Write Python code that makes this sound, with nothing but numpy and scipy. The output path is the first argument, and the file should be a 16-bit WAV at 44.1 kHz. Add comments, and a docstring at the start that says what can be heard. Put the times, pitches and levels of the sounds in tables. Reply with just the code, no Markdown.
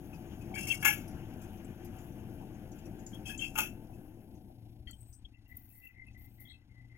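"""A tractor works a reaper in a wheat field: a throbbing drone with shaft tones that slows to an idle hum.
The cutter rattles, stalks crunch and falling wheat hisses, all fading as the drone sinks.
Twice, close to the microphone, a metal linkage sticks, slips and slams home with a ringing clank.
Once the drone is down, soft bumps, a thin squeal and dry straw sliding over straw come forward.
Heard in stereo, with the left microphone the louder."""
import sys
import numpy as np
from scipy import signal
from scipy.fft import rfft, irfft, next_fast_len
from scipy.io import wavfile
from scipy.ndimage import uniform_filter1d

SR = 44100
rng = np.random.default_rng(int(sys.argv[2]) if len(sys.argv) > 2 else 0)


def waveform_to_disk(signal):
    """Save audio, clipped to [-1, 1], as 16-bit WAV at the path in sys.argv[1]."""
    frames = np.transpose(np.atleast_2d(signal))
    scaled = np.clip(frames, -1, 1) * 32767
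    samples = np.round(scaled).astype(np.int16)
    wavfile.write(sys.argv[1], SR, samples)


N = 307377
T = np.arange(N) / SR
EVENT_N = SR * 2 // 5  # samples in one short event
AGE = T[:EVENT_N]
FREQ = np.maximum(np.fft.rfftfreq(32768, 1 / SR), 1)
TOP_HZ = 15900


# brief dips in the drone: time_s, half_width_s, depth_db
DRONE_DIPS = [(5.16, 0.039, 8), (5.365, 0.015, 12), (5.48, 0.01, 8), (5.9, 0.028, 15.5)]
def tractor():
    """The drone out in the field: shaft tones, with a roar and a rumble that throb twice a turn."""
    turn = shaft_angle()
    firing = np.cos(2 * turn)
    drone = shaft_tones(turn) + roar(firing) + idle(firing)
    dip_db = sum(db * np.exp(-((T - at) / width) ** 2) for at, width, db in DRONE_DIPS)
    return drone * undb(-dip_db)

# the shaft slowing to idle: time_s, speed_hz, level_db
SHAFT = [(0, 33.2, -56), (1.4, 27.6, -59), (3.1, 27, -56.5), (3.5, 28.6, -54), (4.0, 16, -61),
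         (4.5, 14, -71), (5.0, 15.3, -72), (6.97, 14.8, -81.5)]
def shaft_angle():
    """The shaft turns a little unevenly; its angle in radians."""
    return phase(curve(SHAFT) * (1 + 0.0026 * walk(8.7)))

# harmonics of the shaft: multiple, level_db
SHAFT_ORDERS = [(1, 5), (2, -0.5), (3, -3), (4, 0.5)]
def shaft_tones(turn):
    """Tones at multiples of the shaft speed, each wavering in level."""
    tones = sum(undb(db + 1.3 * walk(1.4)) * np.sin(multiple * turn + rng.uniform(0, 2 * np.pi))
                for multiple, db in SHAFT_ORDERS)
    return tones * undb(curve(SHAFT, axis=2))

# load on the machine, from steady work to idle: time_s, level_db
LOAD = [(0, -48), (1.05, -45), (1.6, -48), (2.4, -47), (3.5, -49), (4.35, -54), (4.75, -59), (5.2, -67),
        (6.0, -65), (6.97, -65.5)]
# spectrum of the roar: frequency_hz, level_db
ROAR = [(20, -25), (55, -9.5), (80, -0.5), (125, -0.5), (170, -1.5), (260, -3.5), (350, -2.5), (385, -18),
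        (470, -16.5), (560, -24), (630, -15.5), (700, -21), (820, -29.5), (880, -25), (940, -40),
        (1080, -47), (2000, -48)]
# booming panels: pitch_hz, width_hz, level_db
PANELS = [(108, 15, -6), (209.6, 18, -1), (298.8, 10, 2), (346.9, 7.8, 1), (407, 20, 4.5), (516.4, 16, 5.5),
          (606, 14, -1), (751, 23, 14.5), (782, 23, 5.5), (877, 38, 8), (990, 58, 14.5)]
def roar(firing):
    """What the load adds above the idle: noise booming in panels whose pitch wanders with the strain."""
    idle_db, floor_db = -66.0, -76.0
    load = np.sqrt(np.maximum(undb(2 * curve(LOAD)) - undb(2 * idle_db), undb(2 * floor_db)))
    boom = 1 + resonances(PANELS)
    strained_time = T + np.cumsum(.008 * walk(4)) / SR
    steady = noise(shape(ROAR) * boom, spread=0.063)
    wandering = np.array([np.interp(strained_time, T, side, period=N / SR) for side in steady])
    return wandering * load * undb(3.5) * (1 + 0.19 * firing) * undb(walk(35))

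# spectrum of the idle rumble: frequency_hz, level_db
RUMBLE = [(18, -4), (45, 2.5), (100, 1), (150, -11.5), (290, -7.5), (430, -29.5), (560, -33), (760, -24.5),
          (1250, -46), (2500, -34), (4300, -38.5), (8000, -50), (12000, -40.5), (13500, -57)]
# tones of the hum: pitch_hz, level_db
HUM = [(78, -21), (115, 1), (288, -22.5)]
# rise of the hum: time_s, gain_db
HUM_RISE = [(0, -25), (3.6, -5), (4.2, -3.5), (6.97, -0.5)]
def idle(firing):
    """A throbbing rumble runs throughout; a hum comes up in it as the load goes."""
    rumble = noise(shape(RUMBLE), spread=0.31) * (1 + 0.4 * firing)
    hum = 0
    for hz, db in HUM:
        gain = undb(db + 3.1 * walk(3.5) + 1.6 * walk(28))
        hum += gain * np.sin(phase(hz * (1 + 0.03 * walk(30))))
    return (rumble + hum * undb(curve(HUM_RISE))) * undb(-55.5 + 1.85 * walk(15))

# strength of the cutting: time_s, level_db
CUTTING = [(0, -61.5), (1.0, -59), (2.0, -61.5), (3.4, -63), (3.75, -68.5), (4.2, -73), (4.7, -86),
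           (5.2, -82), (6.97, -80)]
# spectrum of the cutter's rattle: frequency_hz, level_db
RATTLE = [(700, 6), (1150, 0), (1650, 5.5), (2000, -3), (2400, 3), (3200, 0), (4000, -18.5), (5200, -14.5),
          (6500, -7), (8300, -28), (16000, -27.5)]
def cutter():
    """Loose parts of the reaper's cutter rattle by turns, each in its own band."""
    rattle = 0
    for hz in np.geomspace(800, 7000, 8):
        band = shape(RATTLE) * resonance(hz, hz / 3)
        rattle += np.linalg.norm(band) * noise(band, spread=1.0, grain_db=0.5) * undb(2.4 * walk(45))
    return unit(rattle) * undb(curve(CUTTING) + walk(20))

# clanks and rebounds: start_s, ring_db, crack_db, clatter_db, clatter_t60_s, thrown_out, ring_right_db
CLANKS = [(.825, -36.5, -41.5, -35, 0.16, 0, -5.5), (0.8467, -26.5, -21.5, -23, 0.28, 0, -4),
          (.854, -28.5, -25.5, -35, 0.36, 0, -5.5), (.862, -37.5, -32, -34.5, 0.097, 0, -3),
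          (.870, -35.5, -32, -33.5, 0.27, 0, -2.5), (.881, -37.5, -31.5, -32.5, 0.3, 0, -5),
          (3.554, -36.5, -48, -37, 0.14, 1, -1.5), (3.576, -34.5, -29, -33.5, 0.24, 1, 2.5),
          (3.583, -31.5, -22.5, -31.5, 0.24, 1, 3), (3.602, -37, -28, -47, 0.15, 1, -5),
          (3.614, -43, -36.5, -35.5, 0.21, 1, -2.5), (3.654, -57, -51.5, -45, 0.15, 1, -12)]
# spectrum of the first hard contact: frequency_hz, level_db
CRACK = [(300, -25), (800, -4.5), (1500, 1.5), (1950, -5), (2600, 6.5), (3400, -3), (3950, -17),
         (4500, -8.5), (5300, -10), (6900, 4), (8300, -11.5), (11500, 6.5), (13500, 2.5), (16000, -5)]
# spectrum of the loose parts: frequency_hz, level_db
CLATTER = [(300, -31), (600, -14.5), (1000, -14.5), (1500, 2), (1950, -6.5), (2600, 10.5), (3350, -0.5),
           (3900, -23.5), (4300, -21), (5200, -11), (5900, -2.5), (7000, 0.5), (8300, -15), (10000, -2),
           (11700, 4), (13500, -3.5), (16000, -5.5)]
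def clanks():
    """Close by, the linkage slams home: it cracks and rings, loose parts clatter, the frame thuds."""
    track = np.zeros((2, N))
    colour = shape(CLATTER) * overtones(46, -15.5, count=60, range_db=8.5)
    for start, ring_db, crack_db, clatter_db, clatter_t60, thrown_out, right_db in CLANKS:
        ring = undb(ring_db) * linkage_ring(thrown_out) * sides(right_db)
        crack = burst(.004, .0018, .055) * noise(shape(CRACK), spread=1.0, grain_db=3.0, count=EVENT_N)
        clatter = noise(colour, spread=0.9, grain_db=3.0, count=EVENT_N)
        clatter *= burst(0.0012, 0.0029, clatter_t60) * undb(2.0 * walk(180, EVENT_N))
        thud = noise(resonance(750, 730), spread=0.089, count=EVENT_N)
        thud *= undb(-14) * burst(0.0036, 0.0023, 0.11)
        add(track, start, ring + undb(crack_db) * crack + undb(clatter_db) * (clatter + thud))
    return track

# modes of the linkage: pitch_hz, t60_s, thrown_in_db, thrown_out_db
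LINKAGE_MODES = [(843, 0.24, -6.5, -15.5), (869, .16, -11.5, -3.5), (1092, .16, -13, -17),
                 (1267, 0.17, -11, -7), (1377, 0.5, -11.5, -21.5), (1436, 0.15, -3, 0),
                 (1650, 0.28, -3.5, -16.5), (1695, 0.3, 1, -21), (2080, .22, -6.5, -17),
                 (2167, 0.26, 0.5, -11), (2200, 0.5, -3, -19), (2270, 0.36, -1, -22),
                 (2325, 0.18, -6.5, -12.5), (2600, 0.28, -5.5, 0.5), (2646, 0.37, -3, -2),
                 (2690, 0.47, -3, -3.5), (2740, .28, 0, -3.5), (3133, .3, -18, -15.5), (3270, .24, -8, -9)]
def linkage_ring(thrown_out):
    """The struck linkage rings; its loose joint bends each pitch, and its stop damps it once seated."""
    ring = 0
    for hz, t60, in_db, out_db in LINKAGE_MODES:
        cycles = np.cumsum(hz + 11 * walk(120, EVENT_N)) / SR + rng.random()
        envelope = undb(out_db if thrown_out else in_db) * burst(0, 0.0023, t60)
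        ring += envelope * np.sin(2 * np.pi * cycles)
    return ring * burst(hold_s=.03, rise_s=.001, t60_s=.5)

# metal rubbing on metal: start_s, length_s, pitch_hz, squeak_db, grit_db, t60_s
RUBS = [(0.128, 0.016, 2590, -52.5, -66, .1), (0.409, 0.015, 2550, -52, -60, .1),
        (0.54, 0.044, 2280, -36, -46, 0.15), (0.557, 0.02, 1640, -42.5, -63, 0.14),
        (0.564, 0.068, 2700, -38, -48, 0.15), (0.627, 0.028, 2700, -38, -44, 0.11),
        (0.669, 0.0066, 2244, -36.5, -32, 0.11), (0.676, 0.032, 2680, -35.5, -47.5, 0.12),
        (0.701, 0.021, 2705, -24.5, -38.5, 0.12), (0.708, 0.015, 3140, -36, -50, 0.1),
        (0.727, 0.014, 2187, -34, -37.5, 0.11), (0.76, 0.075, 2760, -51.5, -52.5, 0.11),
        (1.41, 0.028, 2460, -61, -61, .1), (2.844, 0.024, 2580, -62, -62, 0.085),
        (3.129, 0.025, 3270, -49, -55, 0.11), (3.253, 0.098, 2600, -41.5, -52.5, 0.11),
        (3.255, 0.045, 3210, -41, -52, 0.16), (3.293, 0.0089, 1696, -38.5, -46, 0.15),
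        (3.39, 0.0087, 3140, -32, -40, 0.09), (3.41, 0.035, 2677, -28.5, -50.5, 0.15),
        (3.444, 0.007, 2640, -40, -43.5, 0.17), (3.499, 0.055, 2620, -65, -63.5, .1),
        (3.93, 0.02, 2606, -64, -69, 0.11), (4.871, 0.0076, 3193, -41, -64, 0.11),
        (4.872, 0.0042, 1985, -47.5, -72, 0.13), (4.873, 0.042, 4404, -58.5, -75, 0.078),
        (4.89, 0.0092, 1405, -59, -81, 0.068), (4.93, 0.0063, 3140, -49.5, -66, 0.086),
        (5.247, 0.0062, 3266, -48.5, -92, 0.063), (6.45, 0.077, 3318, -54.5, -82, 0.12),
        (6.484, 0.04, 3777, -57, -88, 0.16), (6.489, 0.032, 4140, -58.5, -93, 0.16)]
# resonances that every rub wakes: pitch_hz, width_hz, level_db
RUB_BODY = [(1638, 91, -22), (2230, 160, -16.5), (2673, 18, 4.5), (3210, 88, -1)]
# spectrum of the grit: frequency_hz, level_db
GRIT = [(1200, -14.5), (1950, -12.5), (2500, -5), (3200, -4.5), (3850, -28.5), (4700, -10), (5600, -1.5),
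        (7000, -1.5), (8300, -12), (9200, -6.5), (10800, 1.5), (13000, -8.5), (16000, -11)]
def rubs():
    """Stick and slip near the microphone: each rub sings unsteadily, wakes the body and scrapes."""
    track, modes = np.zeros((2, N)), resonances(RUB_BODY)
    # two points of contact, each with its own high modes
    contacts = [shape(GRIT) * overtones(70, -26, count=24, range_db=13) for _ in range(2)]
    for start, length, hz, squeak_db, grit_db, t60 in RUBS:
        pitch = hz + 70 * walk(900, EVENT_N)
        squeak = np.sin(phase(pitch)) * undb(2.8 * walk(260, EVENT_N) - 1.0)
        shake = undb(-7.0) / (1 + undb(-34.5 - squeak_db))  # only hard rubs shake the whole body
        body = shake * noise(modes, spread=0.94, count=EVENT_N)
        grit = sum(noise(contact, spread=1.0, grain_db=2.5, count=EVENT_N) * catches()
                   for contact in contacts) / np.sqrt(2)
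        rub = undb(squeak_db) * (squeak + body) * sides(-7.0) + undb(grit_db + .7) * grit
        add(track, start, burst(length, 0.0022, t60) * rub)
    return track

def catches(per_second=220, decay_s=.011, range_db=14):
    """Envelope of a contact that catches at random: sudden kicks, each dying away."""
    chance, size = rng.random((2, EVENT_N))
    kicks = (chance < per_second / SR) * undb(range_db * size)
    return unit(signal.lfilter([1], [1, -np.exp(-1 / (decay_s * SR))], kicks))

# low bumps: start_s, level_db, pitch_hz
BUMPS = [(2.418, -33, 189), (4.800, -37, 72), (4.866, -33, 58), (4.93, -38.5, 65.2), (5.242, -35, 50.5),
         (6.525, -41.5, 70.2)]
def bumps():
    """Soft low knocks that die within a few swings."""
    track = np.zeros((2, N))
    for start, db, hz in BUMPS:
        add(track, start, -undb(db) * burst(0.0035, 0.0035, 0.069) * np.sin(2 * np.pi * hz * AGE))
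    return track

# ticks, light knocks and snapping stalks: start_s, level_db, centre_hz, decay_s
TICKS = [(0.145, -60.5, 5400, 0.013), (.514, -42.5, 756, 0.031), (1.075, -60.5, 5350, 0.037),
         (1.078, -49.5, 10800, 0.015), (1.415, -56, 6800, 0.012), (1.445, -60, 6900, 0.008),
         (1.415, -55, 12000, 0.016), (1.575, -61.5, 6400, .012), (1.645, -51, 8000, 0.0073),
         (1.846, -49, 11500, 0.011), (1.848, -58.5, 6200, 0.021), (1.985, -60, 6600, 0.033),
         (2.12, -63, 6430, 0.014), (2.405, -49, 840, 0.029), (2.717, -54, 6140, 0.012),
         (2.785, -58, 6670, 0.013), (2.855, -61, 5800, 0.014), (2.99, -58, 6500, 0.018),
         (3.064, -40.5, 6800, 0.01), (3.09, -58.5, 6540, 0.043), (3.376, -45, 6980, 0.051),
         (3.895, -54, 746, 0.033), (4.315, -59.5, 731, 0.017), (4.352, -67.5, 6280, 0.019),
         (4.499, -51, 719, 0.011), (4.909, -44.5, 7700, 0.0059), (4.910, -43, 13800, 0.003),
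         (5.128, -57, 6250, 0.016), (5.568, -34, 13400, 0.0055), (5.73, -64, 9120, 0.035),
         (6.066, -64, 10500, 0.008), (6.13, -68, 6550, 0.013)]
def ticks(rise_s=.0012):
    """Short dry snaps and knocks, each a band of noise with its own brief ring."""
    track = np.zeros((2, N))
    for start, db, hz, decay_s in TICKS:
        colour = resonance(hz, .2 * hz) * overtones(57, -23.5, range_db=16)
        envelope = undb(db) * (1 - np.exp(-AGE / rise_s)) * np.exp(-AGE / decay_s)
        add(track, start, envelope * noise(colour, spread=11.0, count=EVENT_N))
    return track

# chirrs of the squeal: start_s, length_s, level_db, pitch_hz
CHIRRS = [(5.32, 0.077, -68.5, 2000), (5.323, 0.014, -68, 2570), (5.336, 0.015, -61.5, 2700),
          (5.453, 0.012, -64, 2740), (5.455, 0.22, -70.5, 2002), (5.492, 0.028, -59, 2005),
          (5.509, 0.022, -50.5, 2015), (5.696, 0.017, -63.5, 2630), (5.729, 0.18, -60.5, 2025),
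          (5.817, 0.058, -53, 2677), (5.887, 0.016, -61, 2520), (5.938, 0.1, -52, 2057),
          (6.051, 0.032, -61.5, 2027), (6.059, 0.01, -52.5, 2598), (6.141, 0.08, -57.5, 2040),
          (6.217, 0.053, -63.5, 2064), (6.377, 0.14, -55, 2046), (6.525, 0.032, -59, 2640),
          (6.55, .08, -76, 2010), (6.69, 0.013, -60, 2085), (6.738, 0.1, -60.5, 2020),
          (6.895, 0.085, -58, 2038), (6.95, 0.03, -53, 2060)]
def squeal():
    """Well to the left, a thin raspy squeal comes and goes, now and then jumping higher."""
    track = np.zeros((2, N))
    for start, length, db, hz in CHIRRS:
        pitch = hz + 55 * walk(600, EVENT_N)
        rasp = undb(-2) * noise(resonance(hz, 90), spread=.4, count=EVENT_N)
        flutter = undb(3 * walk(131.6, EVENT_N) - 1.0)
        chirr = (np.sin(phase(pitch)) + rasp) / np.sqrt(2) * flutter
        add(track, start, undb(db) * burst(length, 0.009, 0.16) * chirr)
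    return track

# strokes of straw over straw: start_s, length_s, swish_db, rasp_db
STRAW_STROKES = [(4.909, 0.095, -71, -65), (5.002, 0.099, -69, -60), (5.119, 0.038, -66, -55.5),
                 (5.477, 0.065, -64.5, -92), (5.554, 0.31, -56, -84), (6.173, 0.086, -54.5, -84),
                 (6.283, 0.12, -67, -77.5), (6.395, 0.04, -54.5, -78), (6.49, 0.026, -80, -66)]
# spectrum of the swish: frequency_hz, level_db
SWISH = [(7000, -18), (10000, -5), (12000, 8.5), (13000, 2.5), (14500, 9.5), (16000, 6.5)]
def straw():
    """Dry stalks slide over each other: a wide bright swish, and a lower rasp to the left."""
    pressure = np.zeros((2, N))  # one row for the swish, one for the rasp
    for start, length, swish_db, rasp_db in STRAW_STROKES:
        add(pressure, start, undb([[swish_db], [rasp_db]]) * burst(length, 0.0047, 0.16))
    swish = stalks(shape(SWISH), spread=7.1) * pressure[0] * sides(1.0)
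    rasp = stalks(resonance(8290, 760), spread=1.9) * pressure[1] * undb(1.3 * walk(120)) * sides(-19.5)
    return swish + rasp

def stalks(colour, spread, bunches=4):
    """Bunches of stalks, each with its own resonances, take turns to scratch in dense tiny clicks."""
    total = 0
    for _ in range(bunches):
        scratch = noise(colour * overtones(100, -31, range_db=17), spread=spread, grain_db=5.5)
        total += scratch * undb(1 + 4 * walk(30))
    return total / bunches

def crunches(count=45):
    """Stalks crunch at random moments, following the strength of the cutting; most are faint."""
    track, cutting_db = np.zeros((2, N)), curve(CUTTING)
    colour = shape(GRIT) * overtones(160, -9)
    for moment, size in rng.random((count, 2)):
        crunch = burst(.006, 0.0045, 0.021) * noise(colour, spread=2.2, grain_db=2.0, count=EVENT_N)
        db = cutting_db[int(moment * N)] - 5 + 10 * size ** 2
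        add(track, moment * N / SR, undb(db) * crunch)
    return track

# hiss of the wheat: time_s, level_db
WHEAT_LEVEL = [(0, -63.5), (1.0, -63.5), (2.0, -63.5), (3.4, -65.5), (4.0, -66), (4.5, -71), (4.8, -76),
               (5.3, -88.5), (6.97, -87.5)]
# spectrum of that hiss: frequency_hz, level_db
WHEAT_HISS = [(6000, -33), (8300, -22.5), (9800, -7.5), (11500, 3.5), (12600, -0.5), (14000, -12),
              (16000, -8)]
def falling_wheat():
    """Behind the rattle, cut wheat falls with a fine, high hiss."""
    hiss = noise(shape(WHEAT_HISS), spread=1.0, grain_db=1.5)
    return hiss * undb(curve(WHEAT_LEVEL) + 1.2 * walk(28))

def undb(db):
    """Decibels to gain."""
    return 10 ** (np.asarray(db) / 20)

def unit(x):
    """Scale to rms 1."""
    return x / np.sqrt(np.mean(x ** 2))

def phase(hz):
    """Running angle of a changing frequency, in radians."""
    return 2 * np.pi * np.cumsum(hz) / SR

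def curve(rows, axis=1):
    """One column of a table, joined by straight lines in time."""
    rows = np.array(rows)
    return np.interp(T, rows[:, 0], rows[:, axis])

def shape(points):
    """Gain at every frequency from (Hz, dB) points."""
    hz, db = np.transpose(points)
    return undb(np.interp(np.log(FREQ), np.log(hz), db))

def resonance(hz, width_hz):
    """Gain of a resonance with steep skirts."""
    return 1 / (1 + ((FREQ ** 2 - hz ** 2) / (FREQ * width_hz)) ** 2)

def resonances(rows):
    """Summed gain of a body's resonances."""
    return sum(undb(db) * resonance(hz, width) for hz, width, db in rows)

def overtones(width_hz, valley_db, count=30, range_db=25):
    """Gain of a stiff part's many high modes, unevenly spaced and unequally strong."""
    pitches = np.linspace(4300, 16000, count) + rng.uniform(-170, 170, count)
    comb = undb(valley_db) + resonances((hz, width_hz, 10 - range_db * rng.random()) for hz in pitches)
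    high = FREQ > 4000
    return np.where(high, comb / np.sqrt(np.mean(comb[high & (FREQ < TOP_HZ)] ** 2)), 1)

def filtered(x, gain):
    """Apply a gain given at every frequency."""
    count = x.shape[-1]
    size = next_fast_len(count)
    return irfft(rfft(x, size) * np.interp(np.fft.rfftfreq(size, 1 / SR), FREQ, gain), size)[..., :count]

def noise(gain, spread=0., grain_db=0., count=N):
    """Coloured stereo noise; spread is the unrelated part, grain_db breaks it into clicks."""
    chance = np.minimum(rng.exponential(size=count // 16 + 1), 5)
    sizes = np.repeat(undb(grain_db * chance), 16)[:count]
    left, other = filtered(rng.standard_normal((2, count)) * sizes, gain)
    return np.array([unit(left), unit(left + spread * other)])

def walk(rate_hz, count=N):
    """Smooth random drift with a spread near 1."""
    hold = int(SR / rate_hz)
    steps = np.repeat(rng.standard_normal(count // hold + 1), hold)
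    return 1.26 * uniform_filter1d(uniform_filter1d(steps, hold), hold)[:count]

def burst(hold_s, rise_s, t60_s):
    """Envelope of one event: it rises, holds while the contact lasts and dies away."""
    return (1 - np.exp(-AGE / rise_s)) * np.exp(-np.log(1000) * np.maximum(AGE - hold_s, 0) / t60_s)

def sides(right_db):
    """Gains at the two microphones for a source off to one side."""
    return np.array([[1], [undb(right_db)]])

def add(track, start, sound):
    """Mix a short sound into a track."""
    first = int(start * SR)
    track[:, first:first + sound.shape[-1]] += sound[..., :N - first]

# the right microphone against the left: frequency_hz, gain_db
RIGHT_MICROPHONE = [(60, -6.5), (220, -6.5), (380, -8), (700, -5), (1290, -6.5), (2400, -12), (3300, -10),
                    (4400, -1), (8000, -7.5), (12000, -9), (16000, -10.5)]
def scene():
    """The field at the microphones; the right one is quieter and hears it 5.6 samples sooner."""
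    reaping = tractor() + cutter() + falling_wheat()
    linkage = clanks() + rubs()
    left, right = reaping + linkage + ticks() + crunches() + bumps() + squeal() + straw()
    lead = np.exp(2j * np.pi * FREQ * 5.6 / SR)
    return np.array([left, filtered(right, shape(RIGHT_MICROPHONE) * lead)])

def record(dry):
    """The recorder cuts the top treble steeply."""
    return signal.sosfilt(signal.ellip(10, .2, 70, TOP_HZ, fs=SR, output="sos"), dry)


dry = scene()
out = record(dry)
waveform_to_disk(out)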